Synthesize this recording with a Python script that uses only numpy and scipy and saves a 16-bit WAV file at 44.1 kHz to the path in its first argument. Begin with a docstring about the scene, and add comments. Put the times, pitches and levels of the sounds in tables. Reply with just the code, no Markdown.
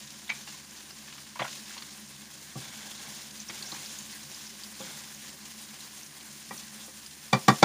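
"""Chopped onions fry gently in a pan close to a mono microphone in a small kitchen.
The frying is dense random bubble clicks, coloured and levelled in bands; bursts and spits of fat stand out.
A spatula is picked up with a clatter of damped tones, touches the pan while stirring and drags over its
floor, then is knocked out on the rim three times: each blow rings a bank of pan modes.
The pan's low resonances simmer as filtered noise, and an appliance hums behind as wavering sines."""
import sys
import numpy as np
from scipy import signal
from scipy.fft import rfft, irfft
from scipy.io import wavfile

SR = 44100
rng = np.random.default_rng(int(sys.argv[2]) if len(sys.argv) > 2 else 0)


def magnitude_from_level(level_db):
    """Linear magnitude for a level in decibels (20 dB per decade)."""
    exponent = np.asarray(level_db, float) / 20
    return 10 ** exponent


def materialize(psi):
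    """Save the field psi as 16-bit PCM at rate SR to the path in sys.argv[1].

    A 1-D psi becomes a single channel; in a 2-D psi each row is a channel.
    """
    bounded = np.clip(np.atleast_2d(psi).T, -1, 1)
    quanta = np.round(bounded * 32767).astype(np.int16)
    wavfile.write(sys.argv[1], SR, quanta)


N = 337082
TIME = np.arange(N) / SR
CALM_FIZZ_DB = -52.5   # fizz at rest, before its surges and flicker


def rms_one(x):
    """Scale to rms 1."""
    return x / np.sqrt(np.mean(x ** 2) + 1e-20)


def filtered(x, order, hz, kind):
    """Butterworth filter: low, high or band."""
    return signal.sosfilt(signal.butter(order, hz, kind, fs=SR, output="sos"), x)


def drift(rate_hz):
    """Slow chance of spread 1: coarse noise, one value per 40 samples, twice through a one-pole low-pass."""
    r = np.exp(-2 * np.pi * rate_hz * 40 / SR)
    noise = rng.standard_normal(N // 40 + 2002)
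    slow = signal.lfilter([1], [1, -2 * r, r * r], noise)[2000:]   # leave out the run-in
    return np.interp(np.arange(N) / 40, np.arange(len(slow)), rms_one(slow))


def ring(clicks, hz, t60):
    """A resonator: a unit click sets a damped sine of height about 1 ringing."""
    r, w = magnitude_from_level(-60 / (t60 * SR)), 2 * np.pi * hz / SR
    return signal.lfilter([0, np.sin(w)], [1, -2 * r * np.cos(w), r * r], clicks + 1e-18)


def resonance(noise, hz, width_hz):
    """A damped resonance kept going by noise, its decay time set by its width, rms 1."""
    return rms_one(ring(noise, hz, np.log(1000) / (np.pi * width_hz)))


def add(out, s, sound):
    """Mix a short sound in at s seconds."""
    i = round(s * SR)
    out[i:i + len(sound)] += sound[:max(N - i, 0)]


def grains(per_s, spread_db):
    """Random clicks, most small and a few large, rms 1."""
    sizes = magnitude_from_level(spread_db * np.minimum(rng.exponential(1, N), 5)) * rng.choice([-1, 1], N)
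    return rms_one(sizes * (rng.random(N) < per_s / SR))


def liveliness():
    """Lift of the frying in dB: each stir or jolt turns fresh onion into the fat; quick rise, then fading."""
    # stirs and jolts of the pan: (t/s, lift/dB, fade/s)
    stirs = [(-.05, 7.5, 0.095), (.30, 5, 0.21), (1.39, 5.5, 0.52), (2.55, 5, 0.96), (3.08, 4.5, 0.17),
             (3.49, 4.5, 0.42), (3.72, 4.5, 0.39), (4.071, 1, 0.68), (4.28, 1, 0.96), (4.782, 5, 0.37),
             (5.699, 2.5, 0.077), (6.21, 1, 0.17), (6.51, 7.5, 0.12), (6.78, 7, 0.042), (7.33, 6, 0.41),
             (7.48, 5, 0.25)]
    attack_s = 0.027
    coarse = TIME[::64]
    lift_db = np.zeros(len(coarse))
    for s, db, fade in stirs:
        t = np.maximum(coarse - s, 0)
        lift_db += db * (1 - np.exp(-t / attack_s)) * np.exp(-t / fade)
    return np.interp(TIME, coarse, lift_db)


def sizzle(per_s, spread_db, smooth, surge_db, neighbour_db, own_db):
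    """Dense bubble collapses heard in third-octave bands; they come in surges, and the bands flicker."""
    # colour of fizz and murmur: (f/Hz, relative density/dB per Hz)
    fizz_colour = [(190, -45), (330, 0), (371, 5), (482, -4.5), (542, 4.5), (594, -1), (803, 3.5),
                   (903, 1.5), (1020, 6), (1300, 0), (1600, 6), (2440, 3.5), (3510, 4.5), (6500, 6.5),
                   (7500, 5), (9750, -31), (16500, -120)]
    # colour of the top treble of the sizzle: (f/Hz, relative density/dB per Hz)
    treble_colour = [(7900, -4.5), (8300, -1), (9500, -1), (11000, -6.5), (12500, -9.5), (14000, -10.5),
                     (15100, 2.5), (15600, -14)]
    lift_db = liveliness()
    fizz_db = CALM_FIZZ_DB + lift_db
    murmur_db = -53 + 0.7 * lift_db
    treble_db = -50 + 0.67 * lift_db + 0.5 * TIME   # the top treble rises slowly throughout
    surge = surge_db * (drift(12) + drift(40))
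    regions = [neighbour_db * drift(25) for _ in range(4)]   # neighbouring bands flicker together

    # clicks over smooth noise, twice, so that adjacent bands differ
    crackle = [grains(per_s, spread_db) + smooth * rng.standard_normal(N) for _ in range(2)]
    colour_hz, colour_db = np.transpose(fizz_colour[:-2] + treble_colour)
    hz = np.fft.rfftfreq(N, 1 / SR) + 1
    colour = magnitude_from_level(np.interp(np.log(hz), np.log(colour_hz), colour_db))
    in_fizz = (hz > 4500) * (hz < 7800)   # this range sets the reference level
    fizz_share = np.sqrt(np.mean(colour ** 2 * in_fizz) * (1 + smooth ** 2))
    crackle = irfft(rfft(np.array(crackle)) * colour / fizz_share, N)

    edges = 250 * 2 ** (np.arange(20) / 3)
    out = np.zeros(N)
    for k, (low, high) in enumerate(zip(edges, edges[1:])):
        band = filtered(crackle[k % 2], 2, [low, high], "band")
        level_db = murmur_db if high < 2600 else treble_db if low > 7900 else fizz_db
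        level_db = level_db + surge + regions[k // 5]
        if low < 11000:
            level_db = level_db + own_db * drift(21)   # each band's own flicker
        out += band * magnitude_from_level(level_db)
    return out


def simmer():
    """Low pan and stove resonances kept going by the simmer: noise twice through each, wavering."""
    # resonances: (f/Hz, width of each pass/Hz, rms level/dB)
    low_modes = [(145.2, 20, -64), (215.8, 25.6, -57.5), (293.6, 89, -67), (76, 80, -76.5)]
    lift_db = liveliness()
    follow_db = 0.4 * (lift_db - lift_db.mean())
    out = np.zeros(N)
    for hz, width_hz, level_db in low_modes:
        once = resonance(rng.standard_normal(N), hz, width_hz)
        twice = resonance(once, hz, width_hz)
        out += magnitude_from_level(level_db + follow_db + 0.23 * drift(5.2)) * twice
    return out


def hum():
    """Appliance motor tones: sines that waver slowly in level and phase."""
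    # tones: (f/Hz, rms level/dB)
    tones = [(75.4, -70), (142, -74), (204.6, -72.5), (301.5, -69.5), (376.8, -79.5)]
    out = np.zeros(N)
    for hz, level_db in tones:
        height = np.sqrt(2) * magnitude_from_level(level_db + 1.0 * drift(0.56))
        out += height * np.sin(2 * np.pi * hz * TIME + 0.2 * drift(0.52))
    return out


def spits():
    """Short broad bursts of spitting fat, at random, following the fizz."""
    per_s, level_db, t60_s = 70, 2, 0.031   # level of the smallest, relative to the fizz
    sizes = (rng.random(N) < per_s / SR) * magnitude_from_level(1.3 * np.minimum(rng.exponential(1, N), 3))
    fall = signal.lfilter([1], [1, -magnitude_from_level(-60 / (t60_s * SR))], sizes + 1e-18)
    hiss = filtered(rng.standard_normal(N), 4, [1500, 8000], "band")
    return magnitude_from_level(CALM_FIZZ_DB + liveliness() + level_db) * fall * hiss


def bubble(hz, cycles, rise, swell):
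    """A bursting bubble: a sine swells for a few cycles and climbs in pitch as it dies; its envelope too."""
    t = np.arange(int(2 + cycles / hz * SR)) / SR * hz   # time in cycles
    fall = magnitude_from_level(-60 * t / cycles) * (1 - np.exp(-t / swell))
    fall = fall / fall.max()
    return np.sin(2 * np.pi * t * (1 + rise * t / cycles)) * fall, fall


def pops(small_per_s, small_db, small_cycles):
    """Large bursts ring, sputter and splash fat; many smaller ones come at random and follow the fizz."""
    # single large bubbles bursting: (t/s, ring level/dB, f/Hz, broad splash re ring/dB)
    bursts = [(0.0732, -52, 3600, 5), (0.104, -48, 6200, 5.5), (0.7087, -48.5, 6570, 3),
              (0.905, -41, 4900, -10), (0.9836, -49, 5470, 2.5), (2.34, -43, 8900, -10),
              (2.684, -51, 6700, -6), (2.91, -40.5, 3240, -6), (3.309, -36, 6570, -7),
              (3.4015, -36, 6030, -14), (3.4857, -32, 5500, -12), (3.625, -33, 4330, -9),
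              (3.659, -37, 5420, -12), (3.673, -36.5, 6200, -13), (3.718, -33.5, 4090, -10),
              (3.793, -48, 6050, -7), (3.86, -40, 4800, -6), (3.988, -33, 6660, -11.5),
              (4.042, -53, 6900, -4), (4.315, -41, 5550, -11), (4.344, -43, 4960, -4),
              (4.4667, -38.5, 5220, -12), (4.6353, -32, 4770, -15), (5.1452, -39, 6520, -20),
              (5.3012, -41.5, 7350, -8), (5.5947, -63.5, 6100, -10), (5.805, -46, 3930, -10),
              (5.976, -52, 5740, -10), (6.012, -56, 6240, 8), (6.0302, -38.5, 5880, -14),
              (6.062, -43, 6030, -12), (6.208, -48, 4050, -9), (6.578, -40, 5800, -22),
              (7.062, -45, 4920, 1.5)]
    out = np.zeros(N)
    for s, peak_db, hz, splash_db in bursts:
        noise = rng.standard_normal(6000)
        tone, fall = bubble(hz, cycles=120, rise=0.029, swell=19.0)
        sputter = rms_one(filtered(noise[::-1], 2, 302, "low"))[-len(fall):]
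        tone = tone * (0.5 + sputter)
        splash = fall * rms_one(filtered(noise, 2, [2500, 8000], "band"))[:len(fall)]
        add(out, s - .001, magnitude_from_level(peak_db) * (tone + magnitude_from_level(splash_db) * splash))
    fizz_db = CALM_FIZZ_DB + liveliness()
    for when, pitch, size, keep in rng.random((2500, 4)):
        if keep < small_per_s * N / SR / 2500:   # thin the candidates to the wanted rate
            level_db = fizz_db[int(when * N)] + small_db - 5.3 * np.log(size + 0.02)
            tone, _ = bubble(3200 * 2.5 ** pitch, small_cycles, rise=.1, swell=3.0)
            add(out, when * N / SR, magnitude_from_level(level_db) * tone)
    return out


def clatter():
    """Each contact rings a close, beating pair of modes over a short broad rattle."""
    # clicks of the spatula and of things beside the stove: (t/s, level/dB, f/Hz, t60/s, rattle re ring/dB)
    contacts = [(.281, -24.5, 3450, 0.014, -27), (.290, -49, 3620, 0.045, -14),
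                (.293, -24, 2053, 0.086, -8.5), (0.296, -29.5, 6230, 0.048, -8),
                (.2975, -19.5, 2323, 0.07, -19), (0.3017, -6.5, 2270, 0.014, -13),
                (0.3085, -21, 2310, .03, -18), (.3155, -27.5, 2313, 0.086, -11.5),
                (.341, -49, 4550, 0.025, -2), (0.474, -37, 2780, 0.086, -4.5), (1.078, -50.5, 1600, 0.1, 5),
                (.805, -43, 2900, .03, 0), (.906, -42, 1600, 0.029, 0.5), (1.125, -39, 2900, 0.042, -0.5),
                (1.180, -47.5, 4340, 0.047, 7), (1.358, -31.5, 980, 0.073, -10.5),
                (1.3923, -30, 2300, 0.022, 2), (1.3959, -20, 1094, 0.021, -1.5),
                (1.399, -29, 3370, 0.027, -3), (1.408, -24.5, 980, 0.088, -11),
                (1.404, -26, 1970, 0.03, -2), (1.418, -26, 2120, 0.045, -12),
                (1.4185, -16.5, 700, 0.027, -6.5), (1.423, -27.5, 3250, 0.058, -22),
                (1.427, -23, 760, 0.022, -6), (1.444, -27, 1450, 0.042, -8), (1.451, -21, 980, 0.025, -8),
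                (1.465, -30, 1470, 0.029, -14), (1.478, -33, 3400, 0.047, -2),
                (1.708, -30.5, 1600, 0.024, -8.5), (1.766, -42, 977, 0.058, -1),
                (1.778, -31, 4260, 0.046, -3), (1.822, -29.5, 4310, 0.031, -4.5),
                (3.498, -32, 2210, 0.063, -6)]
    out, t = np.zeros(N), TIME[:8000]
    for s, peak_db, hz, t60, rattle_db in contacts:
        top_hz = 2870 * (hz / 1000) ** 0.42   # smaller things rattle higher
        fall = magnitude_from_level(-60 * t / t60) * (1 - np.exp(-t / 0.0017))
        pair = .56 * np.sin(2 * np.pi * hz * t) + .44 * np.sin(2 * np.pi * hz * 1.06 * t)
        rattle = rms_one(filtered(rng.standard_normal(8000), 4, [top_hz / 5.7, top_hz], "band"))
        add(out, s - .001, magnitude_from_level(peak_db) * fall * (pair + magnitude_from_level(rattle_db) * rattle))
    return out


def knocks(ring_db, chatter_db, chatter_t60):
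    """A blow and its rebounds strike all pan modes; the blade chatters on, which roughens the ring."""
    # spatula on the pan: (t/s, level/dB, deepest mode/dB, rim modes/dB, contact low-pass f/Hz)
    hits = [(1.399, -27, 8, 2, 2640), (2.554, -26.5, 15.5, -10, 710), (3.05, -43, 1, 2, 3000),
            (3.493, -36.5, 1, 7, 5030), (3.721, -32.5, -5, -4, 1600), (4.801, -34, -13, 13, 820),
            (5.732, -45.5, 6, 2, 3020), (6.507, -29, -14, 6, 2400), (6.878, -44, -11, 10, 2000),
            (7.3286, -9, 6, 2, 9000), (7.4809, -3.5, 5.5, -4.5, 9000), (7.6256, -2.5, 1, -9, 8000)]
    # modes of the pan: (f/Hz, relative level/dB, t60/s)
    pan_modes = [(144, -10, 0.09), (214, 0, 0.07), (350, -7, 0.05), (570, -14, 0.046), (650, -10, 0.04),
                 (765, 0, 0.03), (898, -11, 0.09), (987, -7, 0.063), (1143, 1, 0.045), (1283, -15, 0.073),
                 (1405, -13, 0.047), (1470, -17, 0.08), (1740, -31, 0.043), (2160, -6, 0.045),
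                 (2260, -10, 0.035), (2770, -18, 0.034), (3340, -36, 0.024), (3590, -15, 0.093),
                 (3480, -9, 0.04), (4140, -13, 0.04), (4770, -6, .03), (5130, -11, 0.04), (4880, -14, 0.05),
                 (5400, -16, 0.033), (5600, -8, 0.02), (5980, -5.5, 0.013), (7160, -10, 0.024),
                 (7750, -15, 0.028)]
    # modes rung freely only by a glancing blow: (f/Hz, relative level/dB, t60/s)
    rim_modes = [(537, -5.5, 0.079), (1925, -5.5, 0.069), (2350, -4, 0.055), (4640, 0, 0.035)]
    # dense clack of blade and food between the modes: (low f/Hz, high f/Hz, relative level/dB, t60/s)
    clack_bands = [(246, 404, -25, 0.08), (490, 810, -22, 0.061), (724, 1350, -14, 0.06),
                   (1250, 2100, -16.5, 0.048), (2000, 4000, -17.5, 0.036), (2670, 6600, -16.5, 0.046),
                   (5600, 21000, -17.5, 0.031), (8000, 21000, -44, 0.034)]
    # the spatula rebounds: (delay/s, relative level/dB, tilt above 250 Hz/dB per octave)
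    rebounds = [(0, -9.5, 2.5), (.0026, 4, 2), (.0085, -9, -1.5), (0.018, -5, 0.5), (0.034, -2.5, -34)]
    out, t = np.zeros(N), TIME[:9000]
    for s, peak_db, deep_db, rim_db, soft_hz in hits:
        chatter_noise, clack_noise = rng.standard_normal((2, 9000))
        chatter = filtered(chatter_noise, 2, 600, "high")   # little bass
        contact = magnitude_from_level(chatter_db - 60 * t / chatter_t60) * chatter
        contact[0] = 1   # the blow itself
        modes = [(hz, db + (deep_db if k == 0 else 0), t60) for k, (hz, db, t60) in enumerate(pan_modes)]
        modes += [(hz, db + rim_db, t60) for hz, db, t60 in rim_modes]
        parts = [(hz, ring(contact, hz, t60) * magnitude_from_level(db + ring_db)) for hz, db, t60 in modes]
        for low, high, db, t60 in clack_bands:
            band = rms_one(filtered(clack_noise, 2, [low, high], "band"))
            parts.append((np.sqrt(low * high), band * magnitude_from_level(db - 60 * t / t60)))

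        blow = np.zeros(12000)
        for hz, part in parts:
            octaves = np.log2(hz / 1000)
            for delay, bounce_db, tilt_db in rebounds:
                scatter_db = 1.5 * rng.standard_normal()   # each strikes the modes a little differently
                level_db = peak_db + scatter_db - 3.5 * octaves + bounce_db
                level_db += tilt_db * max(octaves + 2, 0)
                add(blow, delay, part * magnitude_from_level(level_db))
        add(out, s, filtered(blow, 2, soft_hz, "low"))   # the plastic blade is soft
    return out


def scrapes():
    """Dense slips of the blade dragged over the pan floor excite a few broad resonances."""
    # strokes of the blade: (t/s, length/s, level/dB)
    strokes = [(2.598, 0.28, -53.5), (2.973, 0.13, -54), (3.516, 0.31, -55), (4.791, 0.14, -50.5)]
    # resonances they excite: (f/Hz, width/Hz, relative level/dB)
    drag_modes = [(220, 83, -5.5), (980, 480, -7.5), (1600, 140, -6), (2170, 160, -6), (3450, 290, -3)]
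    attack_s, swell_db, release_db_per_s = 0.023, -1.5, 92   # it eases slightly along the stroke
    level = np.zeros(N)
    for s, length, db in strokes:
        t = TIME - s
        shape_db = swell_db * (np.clip(t / length, 0, 1) - .5)
        shape_db -= release_db_per_s * np.maximum(t - length, 0)
        level += np.clip(t / attack_s, 0, 1) * magnitude_from_level(db + shape_db)
    slips = grains(2500, spread_db=1.0)
    return level * sum(magnitude_from_level(db) * resonance(slips, hz, width_hz) for hz, width_hz, db in drag_modes)


def kitchen(x):
    """Dense dull reflections that die away, starting after the nearest wall."""
    t60_s, level_db, wall_cut_hz, low_cut_hz = .16, -16, 2000, 350
    t = TIME[:SR // 2]
    dull = np.exp(-2 * np.pi * wall_cut_hz / SR)
    tail = signal.lfilter([1], [1, -dull], rng.standard_normal(len(t)))
    tail = tail * magnitude_from_level(-60 * t / t60_s) * (t > .003)
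    tail = filtered(tail, 2, low_cut_hz, "high")
    return magnitude_from_level(level_db) * signal.fftconvolve(x, tail / np.sqrt(np.sum(tail ** 2)))[:N]


def scene():
    """Blows and pops sound in the room; steady frying and hum lie under them; one microphone, two channels."""
    blows = pops(small_per_s=100, small_db=-9.5, small_cycles=25) + spits() + clatter() + scrapes()
    blows = blows + knocks(ring_db=-20.0, chatter_db=-23.5, chatter_t60=0.056)
    blows = filtered(blows + kitchen(blows), 6, 125.4, "high")
    fry = sizzle(per_s=9000, spread_db=3.2, smooth=.9, surge_db=.75, neighbour_db=.9, own_db=.9)
    steady = filtered(fry + simmer() + hum(), 2, 47, "high")   # rumble cut
    mono = blows + steady
    return np.array([mono, mono])


def roll_off(x):
    """The treble ends steeply here."""
    return signal.sosfilt(signal.butter(12, 16840, fs=SR, output="sos"), x)


def record(dry):
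    """Peaks are rounded off near full scale and the top is cut steeply."""
    rounded = 1.3 * np.tanh(dry / 1.3)
    top_cut = signal.cheby2(14, 60, 15700, fs=SR, output="sos")   # 60 dB down from 15.7 kHz
    return roll_off(signal.sosfilt(top_cut, rounded))


dry = scene()
out = record(dry)
materialize(out)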